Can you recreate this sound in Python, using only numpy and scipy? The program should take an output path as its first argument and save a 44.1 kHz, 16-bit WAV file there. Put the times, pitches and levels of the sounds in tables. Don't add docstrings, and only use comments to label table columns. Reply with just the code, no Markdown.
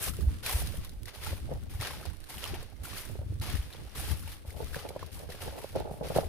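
import sys
import numpy as np
from scipy import signal
from scipy.fft import rfft, irfft
from scipy.io import wavfile
from scipy.ndimage import uniform_filter1d

SR = 44100
rng = np.random.default_rng(int(sys.argv[2]) if len(sys.argv) > 2 else 0)


def generate_wav(signal):
    frames = np.transpose(np.atleast_2d(signal))
    scaled = np.clip(frames, -1, 1) * 32767
    pcm = np.round(scaled).astype(np.int16)
    wavfile.write(sys.argv[1], SR, pcm)


N = 276948

# (time [s], hold [s], stem level [dB], fade [dB/s], papery leaves against stems [dB])
FOOT_PRESSES = [(0.0, 0.058, -39, 250, 1), (0.127, 0.038, -54, 73, -0.4), (0.427, 0.035, -42.5, 250, -2),
                (0.447, 0.14, -39, 400, 0.6), (0.627, 0.019, -47.5, 66, -0.5),
                (0.827, 0.0037, -53.5, 295.5, -4), (1.067, 0.0056, -50.5, 302, -6.5),
                (1.133, 0.1, -52, 200, -2), (1.211, 0.064, -45.5, 109, -2.2), (1.5, 0.032, -64, 36, -5),
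                (1.696, 0.087, -53.5, 200, -1), (1.799, 0.078, -43, 85, -3.5), (2.04, 0.015, -53, 302, -8),
                (2.286, 0.12, -46.5, 193, -2.5), (2.419, 0.046, -44, 79, -6.5),
                (2.833, 0.061, -48.5, 100, -0.5), (2.891, 0.04, -48, 196, -7),
                (2.957, 0.026, -45.5, 113, 0.5), (3.412, 0.094, -45.5, 73, -2.5),
                (3.718, 0.015, -55.5, 150, -8), (3.785, 0.15, -60, 80, -7), (3.951, 0.15, -44, 194, 0),
                (4.164, 0.15, -53, 250, -1), (4.455, 0.041, -57.5, 98, 0), (4.562, 0.16, -52.5, 100, -2),
                (4.731, 0.012, -45.5, 77, -5), (4.988, 0.023, -55.5, 150, -6),
                (5.05, 0.0093, -60, 250, -1.5), (5.116, 0.022, -53, 250, 1), (5.181, 0.026, -55, 150, -1),
                (5.289, 0.026, -51, 103, -3), (5.404, 0.027, -47.5, 70, -2), (5.567, 0.11, -54.5, 150, -2),
                (5.751, 0.043, -51.5, 200, -6.5), (5.91, 0.013, -59, 195, 3), (6.031, 0.15, -49.5, 200, -3),
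                (6.14, 0.018, -45.5, 113, -1.5)]
# (frequency [Hz], relative density [dB])
STEM_COLOUR = [(150, -30.5), (400, -11), (900, -15), (1700, -11.5), (3300, -11.5), (5000, -14),
               (7000, -23.5), (9000, -54)]
# (frequency [Hz], relative density [dB])
LEAF_COLOUR = [(5000, -20.5), (7500, -17.5), (9500, -10), (11300, -10.5), (13000, -13.5), (15500, -17)]
# (time [s], ring level [dB], pitch [Hz], splinter level [dB])
STEM_SNAPS = [(0.085, -44, 3070, -37), (0.432, -48, 2480, -50), (0.4624, -30, 4350, -34),
              (0.672, -51, 4500, -37), (0.848, -51, 4840, -40.5), (0.894, -53, 3840, -46),
              (1.056, -48, 1900, -40), (1.0823, -39, 2040, -44), (1.811, -32.5, 2170, -36),
              (1.828, -41, 1310, -41), (1.8714, -33.5, 1670, -36), (2.036, -46, 1600, -53),
              (2.0535, -43.5, 960, -42), (2.1, -50, 1500, -53), (2.2407, -50, 1700, -47),
              (2.2974, -60, 1280, -43), (2.4405, -29, 3040, -48), (2.453, -32, 2920, -53),
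              (2.629, -50, 1040, -44), (2.968, -42, 1440, -41), (2.9806, -46, 1390, -36.5),
              (3.419, -36, 4540, -43), (3.7274, -39, 3970, -49), (3.735, -37.5, 3730, -51),
              (3.956, -43, 1170, -52), (4.5054, -43, 2100, -47), (4.732, -44, 1470, -53),
              (4.745, -28, 1640, -51), (4.89, -40.5, 2270, -40.5), (4.9642, -41, 940, -63),
              (5.0289, -36.5, 1060, -54), (4.993, -44, 1680, -50), (5.063, -51, 5200, -49),
              (5.145, -53, 5000, -44), (5.192, -52, 2370, -44), (5.3027, -42, 4140, -45),
              (5.7583, -50, 1030, -42), (6.0687, -49, 1310, -44), (6.162, -35, 1370, -37)]
# (frequency [Hz], relative density [dB])
SPLINTER_COLOUR = [(400, -27), (1000, -35), (4000, 12), (7300, 1), (10500, 11), (15500, -3)]
# (time [s], level [dB])
LEAF_TICKS = [(0.1684, -37.5), (0.199, -49), (0.2104, -40), (0.252, -50), (0.603, -30), (0.754, -44),
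              (0.8473, -42), (0.872, -47), (0.918, -52), (1.0329, -38.5), (1.2356, -33), (1.247, -32),
              (1.5379, -42), (1.636, -44), (2.1688, -45), (2.2037, -41), (2.35, -39), (2.371, -40),
              (2.4414, -31), (2.453, -39), (2.7003, -48), (3.3423, -48), (3.3992, -41), (3.7165, -51),
              (3.836, -49), (3.851, -52), (3.9165, -54), (4.6448, -38), (4.7581, -37.5), (4.8885, -41.5),
              (5.1302, -40), (5.4156, -50), (5.476, -40), (5.5258, -44), (5.8008, -37.5)]
# (time [s], left level [dB], right level [dB])
WIND_LEVELS = [(0.0, -32.5, -42.5), (0.25, -31, -26.5), (0.45, -35.5, -39.5), (0.8, -34, -36.5),
               (1.15, -50, -41.5), (1.3, -42, -32), (1.55, -30, -37.5), (1.65, -43, -39), (1.8, -35.5, -37),
               (2.15, -48.5, -43), (2.4, -38, -43.5), (2.58, -40, -32.5), (2.72, -64, -47),
               (3.05, -43, -36.5), (3.33, -34.5, -33.5), (3.65, -35, -41), (3.8, -44.5, -38),
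               (4.05, -40, -38.5), (4.4, -43.5, -47), (4.55, -41, -46), (5.1, -42, -46), (5.5, -40.5, -38),
               (5.82, -40, -42), (5.97, -43, -50), (6.2, -37, -36), (6.28, -28, -38)]
# (middle time [s], length [s], depth of the low buffeting [dB], side [-1 left, 1 right])
WIND_LULLS = [(0.72, 0.085, 37, -1), (1.1, 0.17, 17, -1), (2.15, 0.13, 39, -1), (2.299, 0.095, 28, -1),
              (2.42, 0.062, 27, -1), (2.93, 0.25, 25, -1), (3.72, 0.12, 24, -1), (3.92, 0.06, 31, 1),
              (5.09, 0.062, 17, 1), (5.6, 0.14, 11, 1)]
# (frequency [Hz], relative density [dB])
BUFFET_COLOUR = [(15, -2), (30, -17.5), (45, -6), (65, -2.5), (100, -6), (140, -21), (220, -60)]
# (frequency [Hz], relative density [dB])
EDGE_COLOUR = [(90, -6), (150, 0), (220, -4), (320, -10), (600, -23.5), (1000, -48)]
# (start time [s], peak level [dB], pitch [Hz])
ARM_JOLTS = [(0.139, -39, 70), (0.258, -15.5, 65.4), (0.532, -19, 62), (0.627, -27.5, 63.7),
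             (0.952, -33, 50), (1.535, -28, 71), (1.736, -26.5, 74), (1.787, -27.5, 97),
             (2.786, -33.5, 60.6), (3.178, -28, 82.5), (3.213, -30.5, 80.5), (3.249, -30, 89),
             (3.291, -24, 89), (3.33, -27.5, 75), (3.352, -37, 95), (3.39, -24, 85.4), (3.468, -31, 79),
             (3.574, -23, 61), (4.468, -29.5, 76), (5.47, -34.5, 67)]
# (time [s], level [dB])
HAND_RUB = [(0.0, -48), (0.12, -64), (0.2, -60), (0.4, -71), (0.55, -53.5), (1.0, -66), (1.35, -57),
            (1.42, -66), (1.52, -47), (1.65, -69.5), (1.9, -52), (2.2, -67.5), (2.5, -57), (2.78, -66.5),
            (3.15, -55), (3.4, -70.5), (4.0, -62), (4.4, -67), (4.6, -49.5), (4.67, -62), (4.78, -50),
            (5.1, -58.5), (5.6, -47), (5.72, -65.5), (5.77, -40.5), (5.95, -44), (6.0, -51), (6.085, -34),
            (6.14, -45), (6.19, -42), (6.28, -47.5)]
# (time [s], knock level [dB], pitch [Hz], thud level [dB])
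CASE_KNOCKS = [(0.188, -36.5, 400, -42), (0.74, -38, 495, -41), (1.328, -35.5, 527, -43),
               (1.513, -31.5, 513, -34), (1.527, -43, 596, -39), (2.052, -44.5, 404, -55),
               (2.438, -38, 940, -61), (2.535, -34, 382, -57), (2.626, -41, 513, -63),
               (3.097, -42.5, 560, -47), (3.154, -39.5, 400, -58.5), (3.19, -39.5, 583, -43),
               (3.214, -40.5, 530, -55), (3.263, -45.5, 288, -48), (3.321, -43.5, 318, -50),
               (3.412, -49, 345, -52), (3.75, -46, 450, -54), (3.852, -46.5, 495, -55),
               (4.45, -44.5, 540, -46), (4.567, -39, 595, -44), (4.603, -33, 443, -39),
               (4.622, -37.5, 424, -47), (4.763, -30, 547, -34.5), (4.849, -42, 470, -58),
               (4.891, -37, 520, -46), (4.905, -31, 570, -48), (4.962, -27, 562, -41),
               (5.028, -34.5, 1000, -52), (5.2, -40.5, 560, -47), (5.225, -42, 604, -50),
               (5.29, -38, 480, -41), (5.345, -39.5, 560, -50), (5.475, -35.5, 490, -40),
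               (5.644, -32, 548, -48), (5.753, -32, 544, -51), (5.759, -28, 548, -44),
               (5.772, -33, 714, -35), (5.823, -36, 467, -55), (5.911, -33.5, 500, -33.5),
               (5.94, -38, 696, -42), (6.01, -30, 570, -31.5), (6.026, -30, 465, -49),
               (6.067, -40, 576, -39), (6.101, -29.5, 730, -32), (6.12, -33, 560, -45),
               (6.153, -29, 605, -45), (6.161, -22, 447, -23.5), (6.172, -21, 756, -53),
               (6.1852, -15, 605, -28), (6.205, -42, 650, -38)]
# (frequency [Hz], width [Hz], relative level [dB])
CASE_MODES = [(420, 111, 2), (576, 158, 2.5), (806, 177, -0.5), (1160, 600, -16)]
# (frequency [Hz], relative density [dB])
FIELD_COLOUR = [(180, -37), (300, 19), (744, -10.5), (1090, 5.5), (4210, 0.5), (7370, -7.5), (8990, 0),
                (11300, -3.5), (15500, -12)]

PRESS_S = 0.017
DULL_HZ, DULL_SHARE = 2200, 0.4
TICK_S = 0.00093
PORT_LAG_S = 0.00009
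GRASS_PAN_DB, HAND_PAN_DB = 1.5, -3.5
EDGE_DB = -11.5
ROCK_HZ, ROCK_WIDTH_HZ, ROCK_DB = 290, 190, -3.5
CREAK_DB, CREAK_S = -9.5, 0.0076
FIELD_DB = -61
TOP_HZ = 15800


def undb(db):
    return 10 ** (np.asarray(db) / 20)


def unit(x):
    return x / np.sqrt(np.mean(x ** 2))


def columns(table):
    s, *cols = np.transpose(table)
    return [np.interp(np.arange(N) / SR, s, c) for c in cols]


def sides(db, pan_db):
    return undb(db + np.array([pan_db, -pan_db]) / 2)


def colour(x, points, size=8192):
    hz, db = np.transpose(points)
    f = np.maximum(np.fft.rfftfreq(size, 1 / SR), 1)
    gain_db = np.interp(np.log(f), np.log(hz), db, left=-60, right=-60)
    ceps = irfft(gain_db * np.log(10) / 20)
    ceps[1:size // 2] *= 2
    ceps[size // 2 + 1:] = 0
    impulse = irfft(np.exp(rfft(ceps)))
    return unit(signal.fftconvolve(x, impulse[None], axes=1)[:, :N])


def band(x, hz, width_hz, order):
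    edges = [hz - width_hz / 2, hz + width_hz / 2]
    return signal.sosfilt(signal.butter(order, edges, "band", fs=SR, output="sos"), x)


def walk(rate):
    k = int(SR / rate)
    held = np.repeat(rng.standard_normal((2, N // k + 1)), k, axis=1)
    slewed = uniform_filter1d(uniform_filter1d(held, k), k)
    return unit(slewed[:, :N])


def bursts(at_s, gain, fade_s):
    jump = np.zeros(N)
    np.add.at(jump, (np.asarray(at_s) * SR).astype(int), gain)
    return signal.lfilter([1], [1, -np.exp(-1 / (fade_s * SR))], jump)


def crackle(count, spread_db, lag_s):
    when, sign, big, side = rng.random((count, 4)).T
    size = np.sign(sign - .5) * undb(-spread_db * np.log(1 - .998 * big))
    lag = lag_s * SR * (2 * side - 1)
    out = np.zeros((2, N + 200))
    for ch in range(2):
        at = 100 + when * (N - 1) + (-1) ** ch * lag
        np.add.at(out[ch], at.astype(int), size)
    return out[:, 100:N + 100]


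def rings(events, cycles, noisy, rise):
    out = np.zeros((2, N + SR))
    for s, db, hz, pan_db in events:
        turn = np.arange(int(4 * cycles * SR / hz) + 1) * hz / SR
        shape = (1 - np.exp(-turn / rise)) * np.exp(-turn / cycles)
        wave = np.sin(2 * np.pi * turn) + noisy * rng.standard_normal((2, len(turn)))
        at = int(s * SR)
        out[:, at:at + len(turn)] += sides(db, pan_db)[:, None] * wave * shape / shape.max()
    return out[:, :N]


def presses():
    power, age = np.zeros((2, N + SR)), np.arange(SR) / SR
    for s, hold_s, db, fade_db_s, papery_db in FOOT_PRESSES:
        rise = np.clip(age / PRESS_S, 0, 1) ** 0.31
        shape = rise * undb(db - fade_db_s * np.maximum(age - PRESS_S - hold_s, 0))
        at = int(s * SR)
        power[:, at:at + SR] += (shape * undb([[0], [papery_db]])) ** 2
    return np.sqrt(power[:, :N])


def grass():
    when, big, pitch, side = rng.random((2500, 4)).T
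    when_s = when * (N - 1) / SR
    clumps = 0.57 + bursts(when_s[:500], big[:500] ** 2, fade_s=0.0054)
    leaf_clicks = clumps * crackle(count=50000, spread_db=0.5, lag_s=.0004)
    leaves = colour(leaf_clicks, LEAF_COLOUR) * undb(0.85 * walk(26))
    stem_clicks = np.sqrt(clumps) * crackle(count=40000, spread_db=1.3, lag_s=PORT_LAG_S)
    stems = colour(stem_clicks, STEM_COLOUR) * undb(1.42 * walk(25.076)[0])
    stalks = zip(when_s, 24.0 * big ** 2, 700 * 9.0 ** pitch, 14.5 * (side - .5))
    ticks = unit(clumps * rings(stalks, cycles=6.2, noisy=0.052, rise=0.5))
    body = stems + undb(-7.0) * ticks
    woody = signal.sosfilt(signal.butter(1, DULL_HZ, fs=SR, output="sos"), body)
    stem_gain, leaf_gain = presses()
    lean = ((stem_gain + 1e-9) / (leaf_gain + 1e-9)) ** DULL_SHARE
    crunch = body - woody + undb(-1.0) * lean * woody
    crush = stem_gain * crunch + leaf_gain * leaves
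    return crush * sides(0, GRASS_PAN_DB + 0.38 * walk(3.77)[0])


def snaps():
    s, db, hz, splinter_db = np.transpose(STEM_SNAPS)
    pan_db = GRASS_PAN_DB + 6.0 * rng.standard_normal(len(s))
    ring = rings(zip(s, db, hz, pan_db), cycles=3, noisy=.2, rise=.7)
    spray = colour(crackle(count=90000, spread_db=2, lag_s=PORT_LAG_S), SPLINTER_COLOUR)
    splinters = bursts(s, undb(splinter_db), fade_s=0.0052)
    tick_s, tick_db = np.transpose(LEAF_TICKS)
    ticks = bursts(tick_s, undb(tick_db), fade_s=TICK_S)
    return ring + (splinters + ticks) * spray


def wind():
    db, t = np.array(columns(WIND_LEVELS)), np.arange(N) / SR
    shelter_db = np.zeros((2, N))
    for s, length, depth_db, side in WIND_LULLS:
        port = np.array([[side < 0], [side > 0]])
        shelter_db += depth_db * np.exp(-(2 * (t - s) / length) ** 4) * port
    eddies = undb(4.9 * walk(26)) * rng.standard_normal((2, N))
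    buffet = colour(eddies, BUFFET_COLOUR) * undb(-shelter_db)
    edge = colour(eddies, EDGE_COLOUR) * undb(EDGE_DB - 0.62 * shelter_db)
    return (buffet + edge) * undb(db)


def jolts():
    t = np.arange(N) / SR
    out = np.zeros(N)
    for s, db, hz in ARM_JOLTS:
        turn = hz * (t - s) - 1.5
        out -= undb(db) * np.cos(2 * np.pi * turn) * np.exp(-(turn / 0.72) ** 2)
    return out


def hand():
    s, knock_db = np.transpose(CASE_KNOCKS)[:2]
    creak = bursts(s, undb(knock_db + CREAK_DB), fade_s=CREAK_S)
    grip = undb(columns(HAND_RUB)[0]) + uniform_filter1d(creak, size=50)
    slips = crackle(count=3000, spread_db=3.0, lag_s=0.00023) * undb(3.0 * walk(45)[0])
    ring = sum(undb(db) * band(slips, hz, width_hz, order=3) for hz, width_hz, db in CASE_MODES)
    rock = unit(band(slips[0], ROCK_HZ, ROCK_WIDTH_HZ, order=2)) * np.array([[-1], [1]])
    rub = (unit(ring) + undb(ROCK_DB) * rock) * grip
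    rub = rub * sides(0, HAND_PAN_DB + 0.34 * walk(3.5)[0])
    knock_rows = [(s, db, hz, HAND_PAN_DB) for s, db, hz, _ in CASE_KNOCKS]
    knocks = rings(knock_rows, cycles=1.94, noisy=0, rise=0.26)
    thud_rows = [(s, thud_db, 150., 8.0) for s, _, _, thud_db in CASE_KNOCKS]
    thuds = rings(thud_rows, cycles=0.7, noisy=0, rise=0.49)
    return rub + knocks + thuds


def field():
    stir = crackle(count=70000, spread_db=4.5, lag_s=.001)
    return colour(stir, FIELD_COLOUR) * undb(FIELD_DB + 3.1 * walk(14)[0])


def scene():
    return grass() + snaps() + wind() + jolts() + hand() + field()


def record(dry):
    return signal.sosfilt(signal.ellip(10, .2, 60, TOP_HZ, fs=SR, output="sos"), dry)


dry = scene()
out = record(dry)
generate_wav(out)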